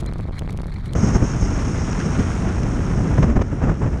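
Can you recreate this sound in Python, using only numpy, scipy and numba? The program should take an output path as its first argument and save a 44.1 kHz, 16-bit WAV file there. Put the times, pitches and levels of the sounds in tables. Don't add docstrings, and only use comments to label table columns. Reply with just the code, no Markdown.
import sys
import numpy as np
from scipy.fft import rfft, irfft, next_fast_len
from scipy.io import wavfile
from scipy.ndimage import uniform_filter1d, map_coordinates
from numba import njit

SR = 44100
rng = np.random.default_rng(int(sys.argv[2]) if len(sys.argv) > 2 else 0)


def log_audio(samples):
    frames = np.atleast_2d(samples).T
    limited = np.clip(frames, -1, 1)
    pcm = np.round(limited * 32767).astype(np.int16)
    wavfile.write(sys.argv[1], SR, pcm)


N = 176400
TIME = np.arange(N) / SR

# f/Hz, relative level/dB
CRACKLE_SPECTRUM = [(300, 7.5), (2000, -1.5), (2900, 4), (4200, 3.5), (5500, -1.5), (9500, -1),
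                    (13000, -16), (16000, -19)]


def amp(db):
    return 10 ** (np.asarray(db) / 20)


def unit(x):
    return x / np.sqrt(np.mean(x ** 2) + 1e-20)


def envelope(points):
    return amp(np.interp(TIME, *np.transpose(points)))


def wobble(rate):
    return map_coordinates(rng.standard_normal(4000), [TIME * rate], mode="mirror")


def filtered(x, response):
    size = next_fast_len(N + SR // 2)
    return irfft(rfft(x, size) * response(np.fft.rfftfreq(size, 1 / SR)), size)[:N]


def noise(spectrum):
    f, db = np.transpose(spectrum)
    white = rng.standard_normal(N)
    return unit(filtered(white, lambda hz: amp(np.interp(np.log(hz + 1), np.log(f), db))))


def even(x, size):
    power = uniform_filter1d(uniform_filter1d(x ** 2, size), size // 2)
    return x / np.sqrt(np.abs(power) + 1e-9)


def swell(centre, length):
    return np.exp(-2 * ((TIME - centre) / length) ** 2)


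def case_hiss():
    flow_levels = [(.95, -43), (1.09, -38.5), (1.12, -44), (1.155, -34.5), (1.19, -48), (1.235, -40.5),
                   (1.39, -44), (1.425, -39), (1.47, -43.5), (2.0, -43), (2.5, -47.5), (3.25, -49),
                   (3.35, -57.5), (4, -55)]
    hiss_spectrum = [(2500, -37), (4400, -19), (5000, -5), (5400, 2.5), (5700, 4.5), (6060, -4),
                     (6450, 2.5), (6950, -4.5), (7600, -10.5), (9500, -20.5), (12000, -69)]
    ring_spectrum = [(5000, -61), (6420, 0), (8000, -60)]
    ring_exponent = 1.605
    flow = envelope(flow_levels)
    rush = flow * unit(noise(hiss_spectrum) * amp(0.23 * wobble(24.4) + 2.1 * wobble(250)))
    ring = amp(20) * flow ** ring_exponent * noise(ring_spectrum)
    return rush + ring


def tyres():
    roar_levels = [(.95, -32), (1.3, -33), (2.05, -31), (2.3, -29.5), (2.48, -32), (2.58, -33), (3.1, -34),
                   (3.22, -34.5), (3.35, -42.5), (4, -40.5)]
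    roar_spectrum = [(150, 13), (500, 3), (950, 2), (1400, 4), (1750, -2), (2100, -3.5), (3000, -10),
                     (4200, -21), (7000, -39.5), (12000, -72)]
    spray_spectrum = [(2000, 2.5), (4300, -2.5), (6500, -3), (8500, -1), (9600, -5.5), (10500, -16.5),
                      (16000, -40)]
    snaps = [(1.931, -33), (2.002, -31), (2.196, -32), (2.634, -35.5)]
    snap_spectrum = [(600, -2), (2000, 8), (3200, 1), (4400, -6), (5800, 5), (8000, -17), (14000, -62)]
    spray_gain, snap_s = amp(-17), 0.0033
    roar = unit(noise(roar_spectrum) * amp(1.2 * wobble(17) + 2.2 * wobble(400)))
    spray = unit(noise(spray_spectrum) * amp(0.77 * wobble(25.2) + 2.1 * wobble(800)))
    grit = sum(amp(db) * swell(t, snap_s) for t, db in snaps) * noise(snap_spectrum)
    return envelope(roar_levels) * (roar + spray_gain * spray) + grit


def gusting_wind():
    wind_levels = [(.95, -16.5), (1.2, -22), (1.3, -22), (1.37, -20.5), (1.6, -20), (2.4, -22), (2.7, -19),
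                   (2.95, -19), (3.12, -18), (3.38, -23.5), (3.58, -25), (3.7, -17), (3.77, -26.5),
                   (3.88, -23.5), (4, -25)]
    gusts = [(0.966, 0.028, -36, -29.5), (1.038, 0.017, -10.5, -25), (1.096, 0.081, -20, -27.5),
             (1.158, 0.023, -10.5, -22.5), (1.232, 0.035, -13.5, -25), (1.433, 0.02, -14, -47),
             (2.193, 0.037, -15.5, -41), (2.467, 0.056, -19, -25.5), (3.196, 0.019, -8.5, -30),
             (3.236, 0.026, -11, -22), (3.307, 0.054, -14.5, -27), (3.372, 0.014, -8, -21),
             (3.412, 0.021, -14.5, -28.5), (3.529, 0.019, -14, -27.5), (3.642, 0.049, -20.5, -24.5),
             (3.693, 0.05, -17, -25.5), (3.825, 0.041, -19, -27.5), (3.865, 0.025, -14.5, -27.5),
             (3.938, 0.017, -16, -30)]
    blasts = [(1.154, -28, -35), (3.183, -18.5, -43), (3.231, -21, -29), (3.362, -25, -39),
              (3.395, -24, -49), (3.420, -22.5, -31.5), (3.622, -25, -48)]
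    # f/Hz, relative level/dB
    rumble_spectrum = [(10, -36), (25, -7.5), (45, 0), (90, -2.5), (170, -4.5), (260, -11.5), (400, -20.5),
                       (700, -35.5), (4000, -110)]
    rasp_spectrum = [(100, -2), (250, 5), (450, 0), (1200, -9), (2000, -17), (3000, -29), (4300, -44),
                     (5600, -31.5), (6500, -33), (7500, -35.5), (13000, -86)]
    thud_spectrum = [(100, 0), (400, 5), (1000, -3), (2000, -17), (8000, -57)]
    crack_spectrum = [(500, -7), (1900, 7), (4300, -16), (6400, -5), (8500, -31), (13000, -64)]
    rasp_gain, rumble_crest, blast_s = amp(-13), 2.6, 0.0081
    steady = envelope(wind_levels)
    rumble_power = steady ** 2 + sum((amp(db) * swell(t, length)) ** 2 for t, length, db, _ in gusts)
    rasp_power = (steady * rasp_gain) ** 2
    rasp_power += sum((amp(db) * swell(t, length)) ** 2 for t, length, _, db in gusts)
    thuds = sum(amp(db) * swell(t, blast_s) for t, db, _ in blasts) * even(noise(thud_spectrum), 400)
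    cracks = sum(amp(db) * swell(t, blast_s) for t, _, db in blasts) * noise(crack_spectrum)
    flutter = amp(1.5 * wobble(45))
    rumble = unit(np.tanh(even(noise(rumble_spectrum), size=1800) * flutter / rumble_crest))
    rasp = unit(even(noise(rasp_spectrum) * amp(2 * wobble(220)), size=1800) * flutter)
    return np.sqrt(rumble_power) * rumble + np.sqrt(rasp_power) * rasp + thuds + cracks


def housing_squeaks():
    squeaks = [(0.077, 0.014, -42.5), (0.086, 0.011, -47), (0.339, 0.019, -49), (0.383, 0.014, -38.5),
               (0.725, 0.0072, -40.5), (0.763, 0.0083, -42), (0.894, 0.0086, -46)]
    spectrum = [(1500, -1), (2300, 3), (2700, -30), (3750, -20), (4100, 7), (4400, -11), (4900, -27),
                (9000, -60)]
    return sum(amp(db) * swell(t, length) for t, length, db in squeaks) * noise(spectrum)


def crackles():
    bursts = [(.007, 0.0082, -39.5), (.063, 0.0012, -30.5), (0.136, 0.00095, -33), (0.184, 0.0043, -46),
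              (0.385, 0.0016, -42), (0.393, 0.0025, -33), (0.507, 0.0036, -41.5), (0.528, 0.0019, -41.5),
              (0.575, 0.0014, -38), (0.618, 0.0019, -40), (.670, 0.0018, -41.5), (0.743, 0.0011, -41.5),
              (.860, 0.0027, -40), (0.935, 0.0015, -29)]
    sputter = unit(noise(CRACKLE_SPECTRUM) * amp(1.5 * wobble(600)))
    return sum(amp(db) * swell(t, length) for t, length, db in bursts) * sputter


def slams(eddies):
    reversals = [(0.027, -12.5), (0.043, -5.5), (0.096, -16), (0.125, -8), (.158, -12.5), (.194, -11.5),
                 (.201, -9.5), (.255, -13), (.287, -10), (0.294, -12), (.310, -14), (0.413, -11.5),
                 (0.421, -8), (0.448, -14.5), (.477, -6.5), (0.547, -14.5), (.589, -8.5), (0.605, -11),
                 (.634, -12), (.658, -11.5)]
    rise_s, decay_s = 0.00065, 0.0041
    pressure = np.zeros(N)
    for t, db in reversals:
        lag = TIME - t
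        sign = -np.sign(eddies[int((t - decay_s / 2) * SR)])
        pressure += sign * amp(db) * np.tanh(lag / rise_s) * np.exp(-np.abs(lag) / decay_s)
    return pressure


@njit
def preamplifier(pressure, corner_hz, limit):
    leak = np.exp(-2 * np.pi * corner_hz / SR)
    out = np.zeros(len(pressure))
    for i in range(1, len(pressure)):
        out[i] = min(limit, max(-limit, leak * out[i - 1] + pressure[i] - pressure[i - 1]))
    return out


def overloaded_wind():
    push_levels = [(0, -23.5), (.045, -14.5), (.075, -20.5), (.14, -27), (.21, -22), (.265, -27.5),
                   (.30, -23), (.35, -25), (.385, -31.5), (.425, -16.5), (.455, -27), (.52, -24),
                   (.60, -24.5), (.65, -25.5), (.70, -24), (.745, -24.5), (.82, -25), (.87, -24.5),
                   (.95, -20)]
    eddy_spectrum = [(12, -6.5), (30, 4.5), (70, -1.5), (160, -3), (300, -22.5), (600, -31), (1200, -46),
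                     (8000, -110)]
    whistle_spectrum = [(300, -20), (700, 4), (1250, 5), (1600, -1), (2250, 2.5), (2550, -13), (2950, -15),
                        (3300, -8), (4080, -5.5), (4500, -9), (4900, -18), (10500, -28.5), (16000, -52)]
    whistle_db, fizz_gain, limit = -49, amp(-35), amp(-21.5)
    push = envelope(push_levels)
    eddies = push * even(noise(eddy_spectrum), size=1800)
    whistle = amp(whistle_db + 1.2 * wobble(58.5) + 4.5 * wobble(460)) * noise(whistle_spectrum)
    flicker = amp(8 * wobble(300) + 3.5 * wobble(40))
    fizz = push * fizz_gain * unit(flicker * noise(CRACKLE_SPECTRUM))
    pinned = np.clip(eddies + slams(eddies) + whistle + fizz, -limit, limit)
    return preamplifier(pinned, corner_hz=12, limit=float(amp(-20.3)))


def scene():
    change_s, crossfade_s = 0.952, 0.0005
    first = overloaded_wind() + crackles() + housing_squeaks()
    second = gusting_wind() + tyres() + case_hiss()
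    blend = np.clip((TIME - change_s) / crossfade_s, 0, 1)
    return ((1 - blend) * first + blend * second)[None]


def record(dry):
    cutoff_hz = 15700
    return filtered(dry[0], lambda hz: hz < cutoff_hz)[None]


dry = scene()
out = record(dry)
log_audio(out)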